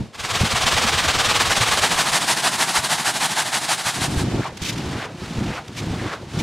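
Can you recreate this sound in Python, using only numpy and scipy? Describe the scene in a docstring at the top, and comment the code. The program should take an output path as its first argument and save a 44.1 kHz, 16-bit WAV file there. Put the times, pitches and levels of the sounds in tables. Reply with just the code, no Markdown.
"""In a quiet room, a stiff push broom is set down on a wet, foamy rug and scrubs very quickly to and fro.
The strokes then grow longer, with hard pushes and light returns. The bristles rasp, the rug's backing
shudders and the broom head bumps on the padded floor. From four seconds on come five slow sweeps:
the pile (the rug's tufts) rumbles under the head, foam squelches at the end of each sweep,
and now and then bent bristles flick free."""
import sys
import numpy as np
from scipy import signal
from scipy.fft import rfft, irfft, next_fast_len
from scipy.io import wavfile
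from scipy.ndimage import uniform_filter1d, minimum_filter1d

SR = 44100
rng = np.random.default_rng(int(sys.argv[2]) if len(sys.argv) > 2 else 0)


def master_out(mix):
    """Clip the mix to full scale and print it as 16-bit PCM to the path in sys.argv[1]."""
    frames = np.transpose(np.atleast_2d(mix))
    ceiling = np.clip(frames, -1, 1)
    pcm = np.round(ceiling * 32767).astype(np.int16)
    wavfile.write(sys.argv[1], SR, pcm)


N = 283122
TIME = np.arange(N) / SR

# tone (how strong each frequency is) of the rumbling pile and the swishing foam: f/Hz, level/dB
PILE_TONE = [(15, -48), (25, -19), (87, -4.5), (124, 0.5), (204, -4.5), (361, -8.5), (419, -16.5),
             (452, -16), (591, -21.5), (752, -21.5), (900, -21), (1170, -52), (1980, -120)]
FOAM_TONE = [(250, 1), (500, -2), (1000, -0.5), (2000, -4), (3800, -6), (5500, -10.5), (7500, -14.5),
             (10000, -21), (15500, -37.5)]
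# stereo width of the quick strokes and of the slow sweeps: f/Hz, side minus mid/dB
# (mid is what left and right share, side is how they differ)
STROKE_WIDTH = [(30, -22), (90, -5), (160, -8.5), (280, -13), (450, -7), (680, -5.5), (850, -54),
                (2000, -79), (5000, -30.5), (14000, -28)]
SWEEP_WIDTH = [(30, -27), (100, -43), (180, -44), (320, -16), (600, -13), (1300, -19), (4400, -11),
               (8000, -7.5), (15000, 0)]
# how hard the arm scrubs: t/s, level/dB
ARM_EFFORT = [(0.14, -37), (0.25, -26.5), (0.36, -21.5), (0.47, -23), (0.7, -18.5), (0.9, -20),
              (1.25, -19.5), (1.45, -18.5), (1.73, -19), (2.3, -19), (3.08, -20), (4.04, -23), (4.11, -28),
              (4.22, -29.5)]
# slow sweeps: start/s, stop/s, time to bite in/s, rumble/dB, extra rumble as the tufts catch/dB,
# swish/dB, squelch/dB, extra width/dB
SWEEPS = [(3.954, 4.41, 0.16, -25, 8, -35.5, -33.5, 6), (4.601, 4.993, 0.19, -26, 4, -35, -31.5, 1),
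          (5.192, 5.515, 0.17, -26.5, 3, -36, -31.5, -6.5),
          (5.747, 6.08, 0.084, -28, 4.5, -36.5, -30.5, -3), (6.325, 6.8, 0.1, -20, 3, -33.5, -32, 0)]


def from_db(db):
    """Turn decibels into a number to multiply by."""
    return 10 ** (np.asarray(db) / 20)


def rms_one(x):
    """Scale a signal so that its average strength (rms) is 1."""
    return x / np.sqrt(np.mean(x ** 2) + 1e-20)


def in_time(rows):
    """Join rows that start with a time by straight lines: one curve for each further column."""
    times, *columns = np.transpose(rows)
    return [np.interp(TIME, times, column) for column in columns]


def at_hz(points, hz):
    """Read a table's level in dB at these frequencies; past its ends it falls 30 dB an octave."""
    table_hz, level_db = np.transpose(points)
    octave, known = np.log2(np.maximum(hz, 1)), np.log2(table_hz)
    outside = np.maximum(known[0] - octave, 0) + np.maximum(octave - known[-1], 0)
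    return np.interp(octave, known, level_db) - 30 * outside


def drift(rate_hz):
    """A smooth random wobble, about 1 in size; a higher rate wobbles faster."""
    pole = np.exp(-80 * np.pi * rate_hz / SR)
    noise = rng.standard_normal(N // 40 + 2002)   # one value every 40 samples
    slow = signal.lfilter([1], [1, -2 * pole, pole * pole], noise)[2000:]
    return np.interp(np.arange(N) / 40, np.arange(len(slow)), rms_one(slow))


def shaped_noise(tone, width):
    """Stereo noise of strength 1 with this tone and width, like countless tiny contacts merging."""
    size = next_fast_len(N)
    hz = np.fft.rfftfreq(size, 1 / SR)
    mid, side = rfft(rng.standard_normal((2, size))) * from_db(at_hz(tone, hz))
    mid = irfft(mid, size)[:N]
    side = irfft(side * from_db(at_hz(width, hz)), size)[:N]
    return rms_one(np.array([mid + side, mid - side]))


def ring(clicks, hz, ring_s):
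    """Each click starts a pure note that fades by 60 dB in ring_s."""
    decay, angle = from_db(-60 / (ring_s * SR)), 2 * np.pi * hz / SR
    return signal.lfilter([0, np.sin(angle)], [1, -2 * decay * np.cos(angle), decay ** 2], clicks + 1e-18)


def gate(start, end, edge_s):
    """Fade in around start and out around end."""
    return (np.tanh((TIME - start) / edge_s) - np.tanh((TIME - end) / edge_s)) / 2


def with_travel(short, long):
    """Blend from the value for short strokes to the value for long ones as the broom travels further."""
    long_share = [(0.2, 0.01), (1.3, 0), (1.9, 0.41), (2.3, 0.91), (3.0, 1)]   # how long the quick strokes are: t/s, share of long travel/0-1
    return np.interp(in_time(long_share)[0], [0, 1], [short, long])


def stroke_count():
    """Strokes done so far; even ones are pushes, odd ones returns."""
    pace = [(0.118, 0), (1.177, 10), (1.807, 16), (2.263, 19), (3.349, 26), (4.156, 31), (4.32, 32)]   # about 9.5, later 6.4 to-and-fros a second: t/s, to-and-fros done
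    cycles, = in_time(pace)
    push_share = with_travel(0.54, 0.59)   # of the time of one to-and-fro
    phase = cycles % 1
    in_return = 1 + (phase - push_share) / (1 - push_share)
    return 2 * np.floor(cycles) + np.where(phase < push_share, phase / push_share, in_return)


def stroke_speed(push_skew, return_skew):
    """Speed of the bristle tips, 0-1: zero at each turn; a skew above 1 makes it peak late."""
    done = stroke_count()
    skew = np.where(done % 2 < 1, push_skew, return_skew)
    return np.abs(np.sin(np.pi * (done % 1) ** skew))


def quiet_room(level_db=-52.5):
    """The room gives a faint, steady hush."""
    room_tone = [(25, -6), (120, -6), (400, 15), (1000, 1), (4000, -34), (10000, -50), (15500, -41)]   # the hush: f/Hz, level/dB
    return from_db(level_db) * shaped_noise(room_tone, STROKE_WIDTH)


def set_down(thud_db=-25, slosh_db=-41.5, thud_fall_db_per_s=230, slosh_fall_db_per_s=95):
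    """The broom lands in the foam: a dull thud and a wet slosh die away."""
    thud = from_db(thud_db - thud_fall_db_per_s * TIME) * shaped_noise(PILE_TONE, STROKE_WIDTH)
    slosh = from_db(slosh_db - slosh_fall_db_per_s * TIME) * shaped_noise(FOAM_TONE, SWEEP_WIDTH)
    return (thud + slosh) * gate(0.00067, 1, 0.0015) * gate(-1, 0.17, 0.038)


def head_bumps(vary_db=5.0):
    """Each bump makes the broom head and padded floor ring briefly, each note with its own strength."""
    bump_list = [(0.002, -10.5), (0.235, -24), (0.407, -7), (0.43, -5), (0.531, -17), (0.845, -14.5),
                 (1.28, -21), (1.391, -20), (1.603, -17), (2.784, -22), (3.859, -24), (4.012, -16),
                 (4.154, -16), (4.171, -10), (4.353, -15), (4.618, -16), (4.854, -18), (5.382, -10),
                 (5.905, -16.5), (6.392, -14.5)]   # the head hits the rug: t/s, level/dB
    head_notes = [(75, -7, 0.072), (116, -9.5, 0.17), (161, -8, 0.066), (223.4, -9, 0.087),
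                  (313, -25, 0.075), (415, -20, 0.076)]   # notes of head and floor: f/Hz, level/dB, time to fade by 60 dB/s
    times, bump_db = np.transpose(bump_list)
    chance = rng.standard_normal((len(bump_list), len(head_notes)))
    out = np.zeros(N)
    for k, (hz, note_db, ring_s) in enumerate(head_notes):
        clicks = np.zeros(N)
        clicks[(times * SR).astype(int)] = from_db(bump_db + note_db + vary_db * chance[:, k])
        out += (-1) ** k * ring(clicks, hz, ring_s)
    return out


def quick_scrub(slide_db=1.83, fizz_db=-3.5, fizz_s=0.051, uneven_db=0.96, hollow_db=-6.0,
                treble_hz=5500, treble_lag_s=0.00085):
    """Bristles rasp louder with speed, fast pushes ring hollow, and foam fizzes through the turns."""
    short_tone = [(150, -43), (250, -17.5), (499, -4), (563, -6), (795, -1.5), (961, -3), (1100, 0),
                  (1360, -2.5), (1530, -3.5), (1730, -4), (3330, -4), (8320, -13.5), (11200, -23),
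                  (15500, -35)]   # bristles on the pile, short strokes: f/Hz, level/dB
    long_tone = [(240, -23), (400, -21), (419, -18.5), (560, -11.5), (653, -3), (847, -0.5), (1260, -5),
                 (1630, -3), (2360, -7.5), (3850, -6), (5820, -10), (8280, -10), (9790, -12), (13700, -28),
                 (15500, -36)]   # the same for longer strokes: f/Hz, level/dB
    hollow_tone = [(520, -23), (680, -5.5), (850, 4.5), (1080, -7.5), (1300, -9), (1650, 0.5), (2100, -7)]   # ring of the foam packed between the bristles: f/Hz, level/dB
    pushing = stroke_count() % 2 < 1
    effort_db, = in_time(ARM_EFFORT)
    return_db = np.where(pushing, 0, with_travel(-1, -5))   # longer strokes come back more lightly
    pressure = from_db(effort_db + return_db) * gate(0.14, 4.25, 0.019)
    speed = stroke_speed(push_skew=0.88, return_skew=0.97)
    slide = from_db(slide_db) * pressure * speed ** np.where(pushing, 1.27, 0.92)
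    lowest_pressure = minimum_filter1d(pressure, int(fizz_s * SR))
    fizz = from_db(fizz_db) * uniform_filter1d(lowest_pressure, int(fizz_s * SR / 2))
    level = np.hypot(slide, fizz) * from_db(uneven_db * drift(37))
    travel = with_travel(0, 1)
    rasp = np.sqrt(1 - travel) * shaped_noise(short_tone, STROKE_WIDTH)
    rasp += np.sqrt(travel) * shaped_noise(long_tone, STROKE_WIDTH)
    dull = signal.sosfiltfilt(signal.butter(2, treble_hz, fs=SR, output="sos"), rasp)
    # the fine hiss of the tips trails the rasp of the bending bristles
    hiss = np.interp(TIME - treble_lag_s, TIME, level) * (rasp - dull)
    hollow_level = from_db(hollow_db) * pushing * pressure * speed ** 2.7
    return level * dull + hiss + hollow_level * shaped_noise(hollow_tone, STROKE_WIDTH)


def rug_backing(throb_db=8.5, jolt_db=4.5):
    """The rug's backing shudders in step with the effort and is jolted as each push begins."""
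    deep_tone = [(13, -41), (22, -12), (43, -20.5), (81, -7), (97, -10), (130, -13.5), (170, -44),
                 (290, -120)]   # the deepest shudder: f/Hz, level/dB
    body_tone = [(53, -42), (90, -18), (107, -11.5), (124, -7), (145, -3), (421, -12), (450, -15),
                 (580, -44), (990, -120)]   # the low throb above it: f/Hz, level/dB
    effort_db, = in_time(ARM_EFFORT)
    throb = throb_db * (stroke_speed(push_skew=1.3, return_skew=0.81) - 2 / np.pi)
    jolt = jolt_db * np.cos(np.pi * stroke_count())
    deep_db = -14.5 - 21 * with_travel(0, 1) ** 1.3   # short strokes shake it deepest
    body_db = with_travel(-16, -17)
    deep = from_db(effort_db + deep_db + jolt) * shaped_noise(deep_tone, STROKE_WIDTH)
    body = from_db(effort_db + body_db + throb) * shaped_noise(body_tone, STROKE_WIDTH)
    return (deep + body) * gate(0.15, 3.99, 0.0092)


def slow_sweeps(rest_rumble_db=-39.5, rest_swish_db=-44.5, bite_db=11, catch_lead_s=0.022, catch_s=0.034,
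                foam_runs_on_s=0.077, judder_db=2.5, froth_db=1.0):
    """The head bites into the pile, judders along, catches and stops; the foam swishes on a little."""
    sweeping = gate(SWEEPS[0][0], 7, 0.008)
    # between sweeps the broom is drawn back lightly
    drag, swish = from_db(rest_rumble_db) * sweeping, from_db(rest_swish_db) * sweeping
    for start, stop, bite_s, rumble_db, catch_db, swish_db, _, _ in SWEEPS:
        bite = bite_db * (np.clip((TIME - start) / bite_s, 0, 1) - 1)
        catch = catch_db * np.exp(-((TIME - stop + catch_lead_s) / catch_s) ** 2)
        drag = np.hypot(drag, from_db(rumble_db + bite + catch) * gate(start, stop, 0.016))
        foam_sliding = gate(start, np.inf, 0.04) * gate(-np.inf, stop + foam_runs_on_s, 0.014)
        swish = np.hypot(swish, from_db(swish_db) * foam_sliding)
    pile = drag * from_db(judder_db * drift(29)) * shaped_noise(PILE_TONE, SWEEP_WIDTH)
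    foam = swish * from_db(froth_db * drift(55)) * shaped_noise(FOAM_TONE, SWEEP_WIDTH)
    return pile + foam


def foam_squelches(delay_s=0.056, rise_s=0.062, fall_s=0.023, bubbling_db=4.0,
                   pitch_hz=1220, sink_octaves_per_s=16, spread_octaves=0.77):
    """As each sweep stops, foam pockets burst: a noise that swells, then sinks in pitch and dies."""
    out = np.zeros((2, N))
    for hz in np.geomspace(350, 5000, 9):
        power = np.zeros(N)
        for _, stop, *_, squelch_db, _ in SWEEPS:
            near = np.abs(TIME - stop) < 0.3
            since_peak = TIME[near] - stop - delay_s
            swell = np.exp(np.minimum(since_peak / rise_s, -since_peak / fall_s))
            octaves_off = np.log2(hz / pitch_hz) + sink_octaves_per_s * np.maximum(since_peak, 0)
            band_share = np.exp(-(octaves_off / spread_octaves) ** 2 / 2)
            power[near] += from_db(squelch_db) ** 2 * swell * band_share
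        half_octave = signal.butter(2, [hz / 2 ** 0.25, hz * 2 ** 0.25], "band", fs=SR, output="sos")
        noise = rms_one(signal.sosfilt(half_octave, rng.standard_normal(N)))
        out += np.sqrt(power) / 2 * noise * from_db(bubbling_db * drift(55))
    return out


def bristle_flicks(patter_db=0.5):
    """Rows of bent bristles snap straight in a short, bright spray."""
    flick_list = [(4.571, 0.009, -33.5, 0.0012), (4.618, 0.022, -29, 0.0015), (4.644, 0.035, -27.5, 0.0055),
                  (4.684, 0.024, -24, 0.006), (4.725, 0.013, -32.5, .002), (4.779, 0.0084, -32, .0015),
                  (5.679, 0.0065, -37, .002), (5.771, 0.031, -29.5, 0.011), (6.388, 0.023, -30, .003)]   # bristles spring free: t/s, length/s, level/dB, edge softness/s
    flick_tone = [(880, -38), (1500, -5), (1770, -6), (2310, 2), (2720, -2), (3580, 0.5), (4270, -5),
                  (5890, -3.5), (12600, -20.5), (15500, -31)]   # their bright snap: f/Hz, level/dB
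    level = sum(from_db(db) * gate(t, t + length, edge_s) for t, length, db, edge_s in flick_list)
    return level * from_db(patter_db * drift(150)) * shaped_noise(flick_tone, SWEEP_WIDTH)


def scene():
    """The broom, straight ahead in a quiet room; each slow sweep has its own stereo width."""
    quick = set_down() + quick_scrub() + rug_backing()
    slow = slow_sweeps() + foam_squelches() + bristle_flicks()
    width_db, = in_time([((start + stop) / 2, db) for start, stop, *_, db in SWEEPS])
    centre = slow.mean(axis=0)
    slow = centre + (slow - centre) * from_db(width_db)
    return quick + slow + head_bumps() + quiet_room()


def record(dry):
    """Cut the highest treble steeply, above 15750 Hz."""
    return signal.sosfilt(signal.ellip(12, 0.1, 90, 15750, fs=SR, output="sos"), dry)


dry = scene()
out = record(dry)
master_out(out)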